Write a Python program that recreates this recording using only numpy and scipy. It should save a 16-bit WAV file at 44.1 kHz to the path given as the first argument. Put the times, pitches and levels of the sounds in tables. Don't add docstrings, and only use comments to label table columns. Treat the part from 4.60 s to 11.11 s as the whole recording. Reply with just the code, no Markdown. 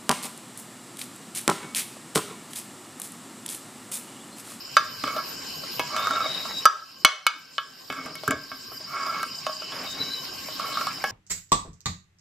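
import sys
import numpy as np
from scipy import signal
from scipy.io import wavfile

SR = 44100
rng = np.random.default_rng(int(sys.argv[2]) if len(sys.argv) > 2 else 0)


def master(y):
    cut = np.clip(np.atleast_2d(y).T, -1, 1)
    pcm = np.round(cut * 32767)
    wavfile.write(sys.argv[1], SR, pcm.astype(np.int16))


def volts_from_db(level):
    exponent = np.asarray(level, float) / 20
    return 10 ** exponent


N = 287091

# pitch in Hz, level in dB per Hz.
ROOM_HISS = [(30, -15.5), (70, -15), (130, -2), (270, -2), (420, -5), (1100, -9), (2000, -11.5), (3000, -3),
             (3450, -3), (4500, -3.5), (6100, -13), (7000, -8), (10300, -25.5), (13000, -10)]
# pitch in Hz, left-right likeness from 0 to 1.
ROOM_LIKENESS = [(60, 0.97), (200, 0.95), (600, 0.077), (2000, 0.99), (5000, 0.1), (8000, 0.09),
                 (12000, .02)]
# pitch in Hz, width in Hz, level in dB.
ROOM_HUMS = [(259.7, 19, -21.5), (1080, 110, -14.5), (1567, 63, -16.5), (3015, 7.9, -12.5),
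             (6640, 160, -18), (7540, 230, -23.5)]
HUM_FLICKER_DB, HISS_TOP_HZ = 2.5, 14300
# pitch in Hz, width in Hz.
MIC_NOTCHES = [(3450, 650), (6050, 370), (8300, 380)]
ROOM_DB, BIRDS_DB = -52.5, -39.5
ECHO_T60_S, ECHO_DB = 0.4, -16.5

# time in seconds, gain change in dB.
DUCKS = [
    (0, -4.5),
    (0.17, 0.5),
    (2.054, -13.5),
    (2.448, -16),
    (2.667, 1.5),
    (2.982, -2.5),
    (3.7, -3),
]
RECOVER_S, RECOVER_SHAPE, LOOK_AHEAD_S = 0.75, 1.12, 0.0065
ROOM_FOLLOWS, BIRDS_FOLLOW = 1.35, 1

# time in seconds, peak in dB, pitch in Hz.
CHIRPS = [(0.0458, -28, 5140), (0.137, -30, 5470), (0.7844, -27, 4990), (0.8709, -28, 5050),
          (1.0944, -34, 5300), (3.538, -34, 5150), (3.8316, -32, 5020), (4.0552, -33, 5010),
          (4.4029, -29, 4720), (4.8973, -30, 5070), (5.1582, -26, 4930), (5.1901, -27, 5180),
          (5.3931, -31, 5050), (5.458, -35, 5050), (6.1504, -29, 5160), (6.1774, -33, 5080)]
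# start in seconds, peak in dB, pitch in Hz.
TRILLS = [
    (4.1704, -26, 4910),
    (4.4253, -23.5, 4880),
    (4.711, -25, 4920),
    (4.926, -23.5, 4850),
]
TRILL_GAP_S = 0.0347
# start in seconds, length in seconds, first Hz, last Hz, level in dB.
WHISTLES = [
    (1.385, .635, 3640, 3890, -38),
    (5.27, .09, 3740, 3850, -36),
    (5.392, .035, 3960, 3960, -31),
    (5.445, .045, 3900, 3900, -38),
    (5.512, .03, 3960, 3950, -30),
    (5.565, .05, 3900, 3920, -41),
]
GLIDE_S, FADE_DB_PER_S = 0.33, 904.5
# time in seconds, gain in dB.
SWELLS = [
    (1.64, 3.5),
    (1.8, 3),
    (1.95, 0),
]
SWELL_S = 0.095

# pitch in Hz, width in Hz, level in dB.
TABLE_MODES = [(77, 20, -18), (139, 57, -7), (270.7, 38, -0.5), (427, 113, -8)]
# time in seconds, peak in dB, t60 in seconds.
THUMPS = [(0.198, -33, 0.06), (0.435, -30, 0.32), (1.029, -43, 0.093), (1.19, -30, 0.12),
          (1.501, -29, 0.12), (2.055, -32, 0.061), (2.446, -18, 0.035), (3.296, -32.5, 0.26),
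          (3.379, -39.5, 0.63), (3.452, -36, 0.38), (3.635, -38, 0.12), (3.679, -15.5, 0.12),
          (3.704, -19, 0.052), (3.728, -29.5, 0.36), (3.912, -36.5, 0.12), (4.119, -38.5, 0.14),
          (4.875, -44, 0.092), (5.123, -38, 0.12), (5.197, -37, 0.18), (5.399, -31, 0.22),
          (5.449, -37, 0.28), (6.199, -33, 0.15)]
# start in seconds, length in seconds, level in dB.
RUBS = [
    (5.13, 0.12, -40),
    (5.37, 0.059, -41.5),
    (1.7, 0.11, -42),
    (3.4, 0.11, -46),
]
# low Hz, high Hz.
RUB_BAND_HZ = [180, 2120]
RUB_EDGE_DB_PER_S, RUB_BELOW_LID_DB = 294, -20.5

MODE_HZ = [470, 620, 780, 975, 1110, 1200, 1265, 1335, 1400, 1545, 1578, 1668, 1935, 2213, 2575, 2980, 3130,
           3350, 3645, 3890, 4200, 4805, 5870, 6270, 7200, 7670]
# level in dB, t60 in seconds.
MODE_DB_T60 = [(-15, 0.084), (3.5, 0.12), (-3, 0.039), (-19, 0.32), (-0.5, 0.16), (0, 0.087), (-3, 0.13),
               (1.5, 0.092), (-7, 0.14), (-17.5, 1), (-4.5, 0.26), (-4, 0.38), (-100, 0.067), (3.5, 0.15),
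               (-2.5, 0.13), (7, 0.068), (-10, 0.61), (-5.5, 0.25), (-4.5, 0.22), (-20, 0.077),
               (1.5, 0.038), (-2.5, 0.17), (0.5, 0.068), (-11, 0.2), (0.5, 0.024), (-10, 0.045)]
PART_HZ = [600, 1300, 2250, 3800, 9000]
# time in seconds, lid peak in dB, then relative to it
# wall thud in dB, ring in dB, crack in dB.
BITES = [(0.1679, -1.5, -22.5, -10.5, -22), (0.4382, -12, -17, -11, -22), (1.3645, -15, -39, -5, -14),
         (2.0545, 0.5, -22.5, -15, -11.5), (2.448, -6.5, -9, 1, 0.5), (2.6665, -8, -45, -1.5, -8),
         (2.9811, -11, -14, -6, -42), (4.63, -11, -21, -17.5, -19), (4.8664, -16, -2, -6, -18.5),
         (5.0205, -24.5, -4, -4, -31), (5.1207, -30, -23, 11, -40)]
# time in seconds, lid peak in dB, then relative to it
# wall thud in dB, ring in dB, crack in dB.
KNOCKS = [
    (1.1951, -14, 5.5, 3, -12.5),
    (1.9092, -23, 1.5, -8, -26),
    (3.301, -20.5, 2, 3.5, -25),
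    (3.3254, -18.5, -17, -7, -17),
    (3.46, -21.5, -2, -7, -14),
    (3.554, -29.5, -1, 4, 0),
    (3.678, -9, -57, -22, -10),
    (3.708, -11, -37, -6.5, -10.5),
    (3.9165, -24, -1, -3.5, -36),
    (6.4403, -16.5, 4.5, 0, -12),
]
BITE_RIM_DB, KNOCK_BLADE_DB = -6, -10.5
# time in seconds, wall thud peak in dB, lid in dB relative to it.
TAPS = [
    (0.5649, -12, -12),
    (1.035, -27.5, 2.5),
    (1.852, -20, 2),
    (3.6352, -18, -9.5),
    (3.7182, -17.5, -6),
    (4.1185, -27, -1),
    (4.2019, -21, -35),
    (4.893, -23, 1),
    (5.886, -21, -8.5),
]
TAP_PARTS_DB = [-22, -11, -26]
# time in seconds, lid peak in dB.
CATCHES = [
    (0.4748, -12),
    (1.4705, -10),
    (1.509, -10.5),
    (1.56, -12.5),
    (4.4653, -15.5),
    (5.9956, -14),
    (6.172, -12.5),
    (6.2115, -12),
    (6.2695, -10.5),
]
CATCH_PARTS_DB = [-16.5, -43, -16, -25]
# start in seconds, length in seconds, lid level in dB,
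# then relative to it wall in dB, rim in dB.
STROKES = [(0.461, 0.043, -26.5, -13, -14), (0.559, 0.027, -21.5, -12, -22), (1.343, 0.31, -21, -13, -21),
           (1.647, 0.02, -32.5, 7.5, -4), (1.758, 0.16, -41.5, -6, -18), (3.348, 0.049, -32, -16, -9),
           (3.44, 0.084, -41, -3, -13), (3.714, 0.013, -35.5, 9.5, -2.5), (4.338, 0.27, -22.5, -21, -18.5),
           (5.147, 0.13, -40.5, -0.5, -8), (5.407, 0.028, -41.5, -12, 1), (6.012, 0.26, -27.5, -13, -15.5)]
PRESS_DB_PER_S, LIFT_DB_PER_S = 314, 352
# time in seconds, pitch in Hz, gain in dB.
SPOTS = [(0.1685, 4540, 13), (0.1685, 2213, -6), (0.1685, 1570, 3), (0.1685, 850, -7.5),
         (1.1951, 990, 20.5), (1.1951, 1360, -7), (2.0543, 1252, 5.5), (2.0543, 6100, -5),
         (2.0543, 2650, -8), (2.448, 2213, 7), (2.448, 3350, 0), (2.6668, 2213, 7.5), (2.6668, 850, -16),
         (2.6668, 3000, -7.5), (3.678, 7400, 12.5), (3.708, 7510, 17.5), (3.708, 1640, 0),
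         (2.448, 780, 1.5), (2.9813, 1280, 0.5), (2.9813, 820, -28), (3.301, 1570, 6), (3.678, 1530, 10.5),
         (3.9165, 1550, 9), (4.8669, 1090, 9.5), (4.8669, 500, 1), (6.4403, 1616, 11.5), (6.4403, 775, 12),
         (6.4403, 1230, -8)]
SPOT_WIDTH = 0.068
SING_HZ, SING_DB = 2213, 5.5


def rms_one(x):
    return x / np.sqrt(np.mean(x ** 2) + 1e-20)


def filtered(x, order, hz, kind="low"):
    return signal.sosfilt(signal.butter(order, hz, kind, fs=SR, output="sos"), x)


def at_hz(points, hz):
    points = np.array(points)
    return np.interp(np.log(hz), np.log(points[:, 0]), points[:, 1])


def drift(rate_hz):
    r = np.exp(-80 * np.pi * rate_hz / SR)
    slow = signal.lfilter([1], [1, -2 * r, r * r], rng.standard_normal(N // 40 + 2002))[2000:]
    return np.interp(np.arange(N) / 40, np.arange(len(slow)), rms_one(slow))


def ring(force, hz, t60_s):
    r, w = volts_from_db(-60 / (t60_s * SR)), 2 * np.pi * hz / SR
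    return signal.lfilter([.5, 0, -.5], [1, -2 * r * np.cos(w), r * r], force + 1e-18)


def dying(at, sizes, t60_s):
    steps = np.full(N, 1e-18)
    steps[at] = sizes
    return signal.lfilter([1], [1, -volts_from_db(-60 / (t60_s * SR))], steps)


def span_db(start_s, length_s, rise_db_per_s, fall_db_per_s):
    t = np.arange(N) / SR
    before_s = np.maximum(start_s - t, 0)
    after_s = np.maximum(t - start_s - length_s, 0)
    return -rise_db_per_s * before_s - fall_db_per_s * after_s


def bands(low_hz, per_octave, gain_at, like_at):
    out = 0
    edges = low_hz * 2 ** np.arange(0, np.log2(18000 / low_hz), 1 / per_octave)
    white = rng.standard_normal((2, 2, N))
    for k, (low, high) in enumerate(zip(edges, edges[1:])):
        mid, side = filtered(white[k % 2], 2, [low, high], "band")
        hz = np.sqrt(low * high)
        alike = np.clip(like_at(hz), 0, 1)
        stereo = np.sqrt(1 + alike) * mid + np.sqrt(1 - alike) * side * [[1], [-1]]
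        out = out + gain_at(hz) * stereo
    return out


def ducking():
    t, gain_db = np.arange(N) / SR, 0
    for s, drop_db in DUCKS:
        recovery = np.exp(-(np.abs(t - s) / RECOVER_S) ** RECOVER_SHAPE)
        gain_db = gain_db + drop_db * (t >= s - LOOK_AHEAD_S) * recovery
    return gain_db


def room(level_db, patchy_db=3.5):
    together = drift(0.28)
    hiss = bands(25, 3,
                 lambda hz: volts_from_db(at_hz(ROOM_HISS, hz) + patchy_db * (.4 * together + drift(9))),
                 lambda hz: at_hz(ROOM_LIKENESS, hz))
    hiss = rms_one(hiss)
    air = rng.standard_normal(N) + 0.79 * rng.standard_normal((2, N))
    for hz, width_hz, hum_db in ROOM_HUMS:
        hum = rms_one(ring(ring(air, hz, 3.0 / width_hz), hz, 1.3 / width_hz))
        hiss += volts_from_db(hum_db + HUM_FLICKER_DB * drift(8.8)) * hum
    top_cut = signal.ellip(10, .5, 70, HISS_TOP_HZ, fs=SR, output="sos")
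    return volts_from_db(level_db + 16) * signal.sosfilt(top_cut, hiss)


def chirp(hz, fall, length_s):
    u = np.linspace(0, 1, int(length_s * SR))
    phase = 2 * np.pi * np.cumsum(hz * (1 + fall * (.5 - u))) / SR
    return np.sin(np.pi * u) ** 2 * np.sin(phase)


def twitter(level_db, count=12):
    flock, near = 0, np.zeros(N + SR)
    for hz in np.linspace(4500, 5600, count):
        starts = (rng.random((2, N)) < 100 / SR) * rng.standard_normal((2, N))
        starts += 0.86 * starts[::-1].sum(axis=0)
        note = chirp(hz, 0.065, 0.012) * volts_from_db(-7.0 * ((hz - 5100) / 600) ** 2)
        flock = flock + signal.oaconvolve(starts, note[None], axes=1)[:, :N]
    trilled = [(s + k * TRILL_GAP_S, db, hz) for s, db, hz in TRILLS for k in range(3)]
    for s, peak_db, hz in CHIRPS + trilled:
        note = chirp(hz, 0.051, 0.023) * volts_from_db(peak_db - 6.5)
        start = int((s - .004) * SR)
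        near[start:start + len(note)] += note
    return volts_from_db(level_db) * rms_one(flock) + near[:N]


def whistle():
    t, hz, level_db = np.arange(N) / SR, np.full(N, 3650.), np.full(N, -120.)
    for start, length, first_hz, last_hz, db in WHISTLES:
        glide_hz = last_hz + (first_hz - last_hz) * np.exp(-np.maximum(t - start, 0) / GLIDE_S)
        hz = np.where(t > start - .005, glide_hz, hz)
        level_db = np.maximum(level_db, db + span_db(start, length, FADE_DB_PER_S, FADE_DB_PER_S))
    level_db = level_db + sum(db * np.exp(-((t - s) / SWELL_S) ** 2) for s, db in SWELLS)
    phase = 2 * np.pi * np.cumsum(hz + 22 * drift(45.7)) / SR
    breath = drift(80) * np.sin(phase) + drift(80) * np.cos(phase)
    hoarse = .6 * np.sin(phase + [[0], [.6]]) + .75 * breath
    return 0.99 * volts_from_db(level_db + 2.6 * drift(16) + [[1.5], [-1.5]]) * hoarse


def thumps():
    push, u = np.zeros(N), np.arange(int(.3 * SR)) / SR
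    for s, peak_db, t60_s in THUMPS:
        start = int(s * SR)
        push[start:start + len(u)] += volts_from_db(peak_db - 60 * u / t60_s) * np.minimum(u / 0.0054, 1)
    table = 0
    for rough, (hz, width_hz, db) in zip(rng.standard_normal((len(TABLE_MODES), N)), TABLE_MODES):
        table = table + volts_from_db(db) * rms_one(ring(ring(rough, hz, 4.1 / width_hz), hz, 0.87 / width_hz))
    return .5 * push * table


def drag_parts():
    out = np.full((3, N), -120.)
    for start, length, lid, wall, rim in STROKES:
        stroke_db = span_db(start, length, PRESS_DB_PER_S, LIFT_DB_PER_S) + lid
        out = np.maximum(out, stroke_db + np.array([[0], [wall], [rim]]))
    return out


def rubs():
    levels_db = [db + span_db(s, length, RUB_EDGE_DB_PER_S, RUB_EDGE_DB_PER_S) for s, length, db in RUBS]
    level_db = np.max(levels_db + [drag_parts()[0] + RUB_BELOW_LID_DB], axis=0)
    skin = rng.standard_normal(N) + .25 * rng.standard_normal((2, N))
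    grain = skin * volts_from_db(1.26 * drift(34))
    return volts_from_db(level_db) * rms_one(filtered(grain, 2, RUB_BAND_HZ, "band"))


def echoes(x):
    u = np.arange(int(.5 * SR)) / SR
    answer = rng.standard_normal((2, len(u))) + 1.5 * rng.standard_normal(len(u))
    answer *= volts_from_db(-60 * u / ECHO_T60_S) * (u > .006)
    answer = filtered(answer, 2, 6000)
    answer /= np.sqrt(np.mean(np.sum(answer ** 2, axis=1)))
    return volts_from_db(ECHO_DB) * signal.fftconvolve(x.mean(axis=0)[None], answer, axes=1)[:, :N]


def parts_at(parts_db, hz):
    share = [np.interp(np.log(hz), np.log(PART_HZ), one) for one in np.eye(5)]
    return sum(w * part for w, part in zip(share, parts_db) if w > 0)


def blow_parts():
    rows = []
    for s, lid, thud, rings, crack in BITES:
        rows.append((s, lid + thud, lid, lid + rings + BITE_RIM_DB, lid + rings, lid + crack))
    for s, lid, thud, rings, crack in KNOCKS:
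        rows.append((s, lid + thud, lid, lid + rings, lid + rings + KNOCK_BLADE_DB, lid + crack))
    for s, thud, lid in TAPS:
        rows.append((s, thud, thud + lid, *(thud + np.array(TAP_PARTS_DB))))
    for s, lid in CATCHES:
        rows.append((s, lid + CATCH_PARTS_DB[0], lid, *(lid + np.array(CATCH_PARTS_DB[1:]))))
    s, *parts = np.transpose(rows)
    return (s * SR).astype(int), parts


def spot_db(at, hz):
    gain_db = 0
    for s, near_hz, db in SPOTS:
        nearness = np.exp(-(np.log(hz / near_hz) / SPOT_WIDTH) ** 2)
        gain_db = gain_db + db * (np.abs(at / SR - s) < .005) * nearness
    return gain_db


def cracks():
    at, parts = blow_parts()
    return bands(299.6, 2.2,
                 lambda hz: 0.72 * dying(at, volts_from_db(parts_at(parts, hz)), 0.02),
                 lambda hz: .93 - .00002 * hz)


def blade_slips():
    happens = rng.random(N) < 1400 * volts_from_db(4.0 * drift(18)) / SR
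    slips = happens * volts_from_db(1.53 * rng.exponential(1, N).clip(0, 5))
    return rms_one(filtered(slips * rng.choice([-1, 1], N), 4, 9000))


def tin(tear_t60_s=0.025, uneven_db=1.5):
    at, parts = blow_parts()
    lid, thud, rim = drag_parts()
    drag = [thud, lid, rim, rim - 14.0, rim - 18]
    slips = blade_slips()
    early_boost = 0.67 + 2.1 * np.minimum(dying(at, 2.44 * volts_from_db(parts[1]), 0.068), 1)
    tear, out = rng.standard_normal((3, N)), np.zeros((2, N))
    luck = rng.standard_normal((len(at), len(MODE_HZ)))
    signs = np.sign(rng.standard_normal(luck.shape))
    for k, (hz, (level_db, t60_s)) in enumerate(zip(MODE_HZ, MODE_DB_T60)):
        sizes = volts_from_db(parts_at(parts, hz) + level_db - 17.5 + spot_db(at, hz) + uneven_db * luck[:, k])
        force = 0.074 * dying(at, sizes, tear_t60_s) * tear[k % 3]
        force[at] += 1.004 * sizes * signs[:, k]
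        rung = early_boost * ring(force, hz, t60_s)
        muted_db = -5.0 * (1450 < hz < 2000) + SING_DB * (abs(hz - SING_HZ) < 200.)
        drag_force = slips * volts_from_db(parts_at(drag, hz) + level_db + muted_db - 35.5)
        rung += ring(drag_force, hz, .5 * t60_s) * (-1) ** k
        pan_db = 1.5 * np.sin(0.0042 * hz) * np.array([[1], [-1]])
        out += rung * volts_from_db(pan_db)
    return filtered(out, 2, 8500)


def scene():
    gain_db = ducking()
    metal = filtered(tin() + cracks(), 3, 330, "high")
    around = room(ROOM_DB + ROOM_FOLLOWS * gain_db) + twitter(BIRDS_DB + BIRDS_FOLLOW * gain_db)
    for hz, width_hz in MIC_NOTCHES:
        passed = signal.lfilter(*signal.iirnotch(hz, hz / width_hz, fs=SR), around)
        around = around - 0.8 * (around - passed)
    near = metal + whistle()
    return near + echoes(near) + thumps() + around + rubs()


def roll_off(x):
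    return signal.sosfilt(signal.butter(12, 16440, fs=SR, output="sos"), x)


def record(dry):
    mix = np.clip(dry, -.98, .98)
    return roll_off(mix)


dry = scene()
out = record(dry)
master(out)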